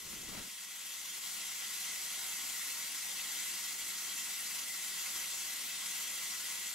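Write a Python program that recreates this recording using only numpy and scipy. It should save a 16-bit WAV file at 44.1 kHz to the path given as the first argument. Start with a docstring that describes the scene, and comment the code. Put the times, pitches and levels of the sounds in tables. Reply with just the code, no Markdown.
"""Gas torch on a glass bulb

A bench torch plays on a glass bulb in a small workshop, close to two microphones.
The flame flutters for half a second: noise bands lifted by puffs. Then it burns clean: jets hiss as shaped noise
and ring the cavities of torch head and glass over a soft low roar; their level rises evenly, then stays steady.
The flame splits on the turning bulb as two trading noise bands. Short noise swells make the flares;
two grazing touches ring the glass faintly as wandering sines."""
import sys
import numpy as np
from scipy import signal
from scipy.fft import rfft, irfft
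from scipy.io import wavfile
from scipy.ndimage import uniform_filter1d

SR = 44100
rng = np.random.default_rng(int(sys.argv[2]) if len(sys.argv) > 2 else 0)


def store_pcm(level_fs):
    """Save levels as 16-bit WAV."""
    pcm = np.round(np.clip(level_fs, -1, 1) * 32767).astype(np.int16)
    wavfile.write(sys.argv[1], SR, np.atleast_2d(pcm).T)


N = 297407
T = np.arange(N) / SR
HZ = np.maximum(np.arange(N // 2 + 1) * SR / N, 1)
TOP_HZ = 15620


def undb(db):
    """Decibels to gain."""
    return 10 ** (np.asarray(db) / 20)


def unit(x):
    """Scale to rms 1."""
    return x / np.sqrt(np.mean(x ** 2))


def across(points):
    """(frequency [Hz], value) points joined on a log-frequency axis."""
    hz, value = np.transpose(points)
    return np.interp(np.log(HZ), np.log(hz), value)


def resonances(modes):
    """Gain of steep-skirted (frequency [Hz], width [Hz], level [dB]) modes, summed in power."""
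    power = 0
    for hz, width_hz, db in modes:
        offset = (HZ - hz) / (0.86 * width_hz)
        power = power + (undb(db) / (1 + offset ** 2)) ** 2
    return np.sqrt(power)


def walk(rate_hz):
    """Smooth random drift: noise low-passed to half gain at rate_hz; rms 1."""
    spectrum = rfft(rng.standard_normal(N))
    return unit(irfft(spectrum / (1 + (HZ / rate_hz) ** 4), N))


def ramp(start_s, length_s):
    """An even rise from 0 to 1."""
    return np.clip((T - start_s) / length_s, 0, 1)


def swell(top_s, length_s):
    """A Gaussian bump in time, down to 1/e at length_s either side."""
    return np.exp(-((T - top_s) / length_s) ** 2)


def surge(start_s, rise_s, length_s):
    """A quick rise from start_s, then a Gaussian fall."""
    return ramp(start_s, rise_s) * swell(start_s + rise_s, length_s)


def reflections(t60_s, share, full_hz=2500):
    """Fine spectral ripple that echoes from bench and walls put on the treble at each microphone."""
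    tail = rng.standard_normal((2, N)) * undb(-60 * T / t60_s) * (T > .002)
    tail /= np.sqrt(np.sum(tail ** 2, axis=1, keepdims=True))
    echo = share * np.minimum(HZ / full_hz, 1) ** .5
    return np.abs(1 + echo * rfft(tail)) / np.sqrt(1 + echo ** 2)


# phase by which the left microphone leads: (frequency [Hz], lead [rad])
LEAD = [(60, 0.5), (250, -1), (500, -1.1), (1000, 0.56), (1650, -1), (1850, 0), (5900, -1), (6700, 1),
        (7450, 0.5), (8600, 0.44), (9600, 0), (10500, 1.4), (11900, 2), (12700, 2.5), (13600, -0.5),
        (15500, -1)]


def turbulence(colour, likeness, pan_db):
    """Stereo noise of given colour, left-right likeness (-1..1) and left-minus-right level; rms 1."""
    mid, side = rfft(rng.standard_normal((2, N)))
    likeness = np.clip(likeness, -.98, .98)
    sign = np.array([[1], [-1]])
    pair = np.sqrt(1 + likeness) * mid + sign * np.sqrt(1 - likeness) * side
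    balance = undb(sign * pan_db / 2)
    phase = np.exp(1j * sign * across(LEAD) / 2)
    return unit(irfft(pair * colour * balance * phase, N))


# spectrum shape of the unsteady flame's rumble: (frequency [Hz], relative density [dB per Hz])
RUMBLE = [(20, -5), (60, -2), (130, -8), (175, 0.5), (290, -3), (400, -5), (600, -14), (1000, -19.5),
          (2000, -48)]
# strongest puffs of the unsteady flame: (start [s], fall to 1/e [s], lift before growth [dB])
PUFFS = [(0.053, 0.028, 2.5), (0.12, 0.07, 3.5), (0.205, 0.05, -0.8), (0.286, 0.047, 4),
         (0.322, 0.057, 3.5), (0.364, 0.09, 4.5)]
PUFF_RISE_S = 0.006
FLUTTER_DB, FLUTTER_ATTACK_S, FLUTTER_END_S, FLUTTER_RELEASE_S = -57, 0.1, 0.498, 0.022
FLUTTER_SINKS_S, FLUTTER_SINK_DB_PER_S = 0.39, 43
# growth: dB gained per dB of puff lift
RAGGED_DB, RAGGED_GROWTH = -63, 2.2
BASS_DB, BASS_TOP_S, BASS_LENGTH_S = -62, 0.25, 0.11


def flutter(throb_db=1.6, rumble_growth=0.82, sputter_db=1.0):
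    """The flame burns in sudden puffs, the stronger the brighter, heaves in the bass, sinks and stops."""
    lift_db = sum(db * surge(s, PUFF_RISE_S, length_s) for s, length_s, db in PUFFS)
    sink_db = FLUTTER_SINK_DB_PER_S * np.maximum(T - FLUTTER_SINKS_S, 0)

    rumble_likeness = across([(30, .5), (130, 0.97), (600, 0.87)])
    rumble_pan_db = across([(60, 6.5), (200, 3.9)])
    rumble = turbulence(undb(across(RUMBLE)), rumble_likeness, rumble_pan_db)
    rumble = rumble * undb(FLUTTER_DB + rumble_growth * lift_db - sink_db)

    ragged_shape_db = across([(300, -25), (600, -10), (1500, -7), (2500, -9), (5000, -12), (15000, -47)])
    ragged = turbulence(undb(ragged_shape_db), likeness=0.54, pan_db=3.0)
    ragged = ragged * undb(RAGGED_DB + RAGGED_GROWTH * lift_db + sputter_db * walk(70))

    bass = turbulence(resonances([(65, 50, 0)]), likeness=0.7, pan_db=6.5)
    bass = bass * undb(BASS_DB) * swell(BASS_TOP_S, BASS_LENGTH_S)

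    attack = np.interp(T, [0, FLUTTER_ATTACK_S], [.4, 1])
    release = 1 - ramp(FLUTTER_END_S - FLUTTER_RELEASE_S, FLUTTER_RELEASE_S)
    return (rumble + ragged + bass) * undb(throb_db * walk(38)) * attack * release


# spectrum shape of the jets: (frequency [Hz], relative density [dB per Hz])
HISS = [(250, -35.5), (450, -21), (700, -19), (1400, -12.5), (1760, -10), (1970, -7), (2300, -8.5),
        (3200, -10), (5000, -6.5), (7000, -5), (9000, -6.5), (12000, -8), (13500, -9.5), (14800, -17.5),
        (15600, -12.5)]
# resonances of torch head, glass and bench: (frequency [Hz], width [Hz], relative level [dB])
CAVITIES = [(528, 22, -17.5), (766, 20, -12), (857, 10, -15), (942, 10, -8.3), (1040, 10, -10),
            (1072, 26, -9), (1115, 28, -11), (1287, 14, -9.5), (1370, 50, -9.5), (1462, 36, -8.5),
            (1589, 30, -13), (1786, 14, -10), (1888, 30, -6.3), (1966, 36, -1.2), (2033, 24, 0.5),
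            (2152, 44, -3.2), (2304, 35, -7.5), (2632, 36, -1.8), (2810, 60, -4.8), (3015, 40, -5.8),
            (3186, 22, 0.5), (3308, 32, -1.8), (3490, 28, -2.5), (3565, 35, -5.5), (4030, 56, -2),
            (4378, 56, -4.6), (4554, 36, -5.4), (4711, 38, -4.2), (5290, 130, -9), (5850, 90, -8),
            (6020, 110, -2.5), (6390, 70, -7), (6800, 32, -0.5), (6955, 42, -2), (7026, 24, -4),
            (7260, 90, -3.2), (7385, 30, -2), (7554, 30, -5), (7721, 26, -5.5), (7848, 53, -2.6),
            (8328, 77, -4.6), (10444, 110, -5.8), (11586, 300, -10), (12180, 260, -8.5), (13320, 260, -11)]
# left-right likeness of the hiss: (frequency [Hz], likeness [-1..1])
LIKENESS = [(400, 0.66), (1350, 0.68), (1720, 0.16), (1950, 0.88), (2400, 0.73), (2800, 0.33), (3800, 0.86),
            (4700, 0.67), (6500, 0.57), (8600, 0.18), (9900, 0.48), (11000, 0.18), (12100, 0.38),
            (14000, 0.22), (15500, 0.41)]
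# left-right balance of the jets: (frequency [Hz], left minus right [dB])
SIDES = [(60, 4), (110, 18), (200, 10), (380, 1.5), (700, 3.5), (1290, 3.5), (2380, 0), (4400, 1),
         (8120, 2.5), (15000, -1)]


def jets(room, ring_db=-4.0, tremble_db=0.5, ring_waver_db=0.52):
    """Gas hisses from the nozzles and rings the cavities nearby; both tremble together."""
    pan_db = across(SIDES)
    hiss = turbulence(undb(across(HISS)) * room, across(LIKENESS), pan_db)
    ring = turbulence(resonances(CAVITIES), likeness=0.78, pan_db=pan_db)
    ring = ring * undb(ring_db + ring_waver_db * walk(22.0))
    return unit(hiss + ring) * undb(tremble_db * walk(40))


# where the flame meets the bulb: (time [s], aim [0 = spread on its face, 1 = split on its edge])
AIM = [(0, .15), (1.65, 0.089), (2.1, 0.95), (2.9, 1.5), (5.2, 1.34), (5.5, 0.13), (6.74, 0.83)]
# the turning bulb wobbles through the flame: turn time, a moment nearest the edge, swing of aim
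TURN_S, NEAREST_S, WOBBLE = 0.65, 3.34, 0.086


def splash(room, edge_hz=7250, edge_width_hz=450, edge_db=-7.5, edge_range_db=12,
           middle_hz=3300, middle_width_hz=1300, middle_db=-11, middle_range_db=4.5):
    """The flame splits on the turning glass: a narrow high edge band trades with a broader spread band."""
    wobble = WOBBLE * np.cos(2 * np.pi * (T - NEAREST_S) / TURN_S)
    aim = np.interp(T, *np.transpose(AIM)) + wobble
    edge_colour = resonances([(edge_hz, edge_width_hz, 0)]) * room
    edge = turbulence(edge_colour, likeness=0.41, pan_db=-5.0)
    middle_colour = resonances([(middle_hz, middle_width_hz, 0)]) ** 2 * room
    middle = turbulence(middle_colour, likeness=0.96, pan_db=1)
    edge = edge * undb(edge_db - edge_range_db * (3.0 - aim))
    return edge + middle * undb(middle_db - middle_range_db * aim)


def flicker(sound, low_db=1.0, high_db=2.5, size=512):
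    """Narrow bands flicker up and down at random, alike in both channels, more deeply toward the treble."""
    hz, _, bands = signal.stft(sound, SR, nperseg=size)
    chance = rng.standard_normal(bands.shape[1:])
    chance = uniform_filter1d(chance, size=9, axis=1)  # over time
    chance = unit(uniform_filter1d(chance, size=5, axis=0))  # over frequency
    depth_db = low_db + (high_db - low_db) * (hz[:, None] / TOP_HZ) ** 2
    return signal.istft(bands * undb(depth_db * chance), SR, nperseg=size)[1][:, :N]


# spectrum shape of steady burning: (frequency [Hz], relative density [dB per Hz])
ROAR = [(20, -16), (38, -19), (54, -5.5), (75, -18), (98, -4.5), (120, -11), (150, -16), (168, 2),
        (220, 0.5), (250, -4), (280, 3), (320, -7.5), (370, 1), (440, -15.5), (800, -9), (2000, -23)]


def roar():
    """The low, even sound of burning, mostly on the left."""
    return turbulence(undb(across(ROAR)), likeness=0.86, pan_db=11.0)


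# brief swells in the flame: (top [s], half-length to 1/e [s], centre [Hz], width [Hz], level [dB])
FLARES = [(0.3, 0.011, 200, 55, -52), (3.2, 0.013, 2900, 700, -48), (3.252, 0.02, 3350, 300, -57),
          (3.22, 0.14, 50, 50, -76), (3.84, 0.037, 110, 90, -68), (5.164, 0.012, 7000, 7000, -42)]


def flares():
    """Now and then one band of the flame's noise swells and falls back."""
    total = 0
    for s, length_s, hz, width_hz, db in FLARES:
        band = turbulence(resonances([(hz, width_hz, 0)]), likeness=0.85, pan_db=5)
        total = total + band * undb(db) * swell(s, length_s)
    return total


# ring of the glass: (frequency [Hz], relative level [dB])
GLASS = [(2628, 3), (3187, -3.5)]
# touches that ring the glass: (start [s], fall to 1/e [s], level [dB])
TOUCHES = [(3.168, 0.028, -49.5), (4.18, 0.033, -51)]


def glass(rise_s=0.0098, rough=0.2, wander_hz=7):
    """A grazing touch rings the blown glass as sines, rough in level and wandering in pitch."""
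    ring = 0
    for hz, db in GLASS:
        roughness = 1 + rough * walk(120)
        phase = 2 * np.pi * np.cumsum(hz + wander_hz * walk(103)) / SR
        ring = ring + undb(db) * roughness * np.sin(phase)
    return ring * sum(undb(db) * surge(s, rise_s, length_s) for s, length_s, db in TOUCHES)


# hiss level: low at first, rises evenly in amplitude, then stays steady
LOW_DB, STEADY_DB, RISE_START_S, RISE_LENGTH_S = -47.3, -41.2, 0.53, 1.3


def scene(hiss_db=1.5, roar_db=-22.5, roar_rise_db=0.8, waver_db=0.24):
    """One rising, slightly wavering level carries hiss, splash and roar together; the roar rises most."""
    rise = ramp(RISE_START_S, RISE_LENGTH_S)
    low, steady = undb(LOW_DB), undb(STEADY_DB)
    level = (low + (steady - low) * rise) * undb(waver_db * walk(1.8))
    room = reflections(t60_s=0.2, share=0.59)
    hissing = flicker(undb(hiss_db) * jets(room) + splash(room))
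    roaring = undb(roar_db - roar_rise_db * (1 - rise)) * roar()
    return flutter() + (hissing + roaring) * level + flares() + glass()


def record(dry):
    """A steep elliptic low-pass removes the top above TOP_HZ."""
    low_pass = signal.ellip(12, .1, 85, TOP_HZ, fs=SR, output="sos")
    return signal.sosfilt(low_pass, dry)


dry = scene()
out = record(dry)
store_pcm(out)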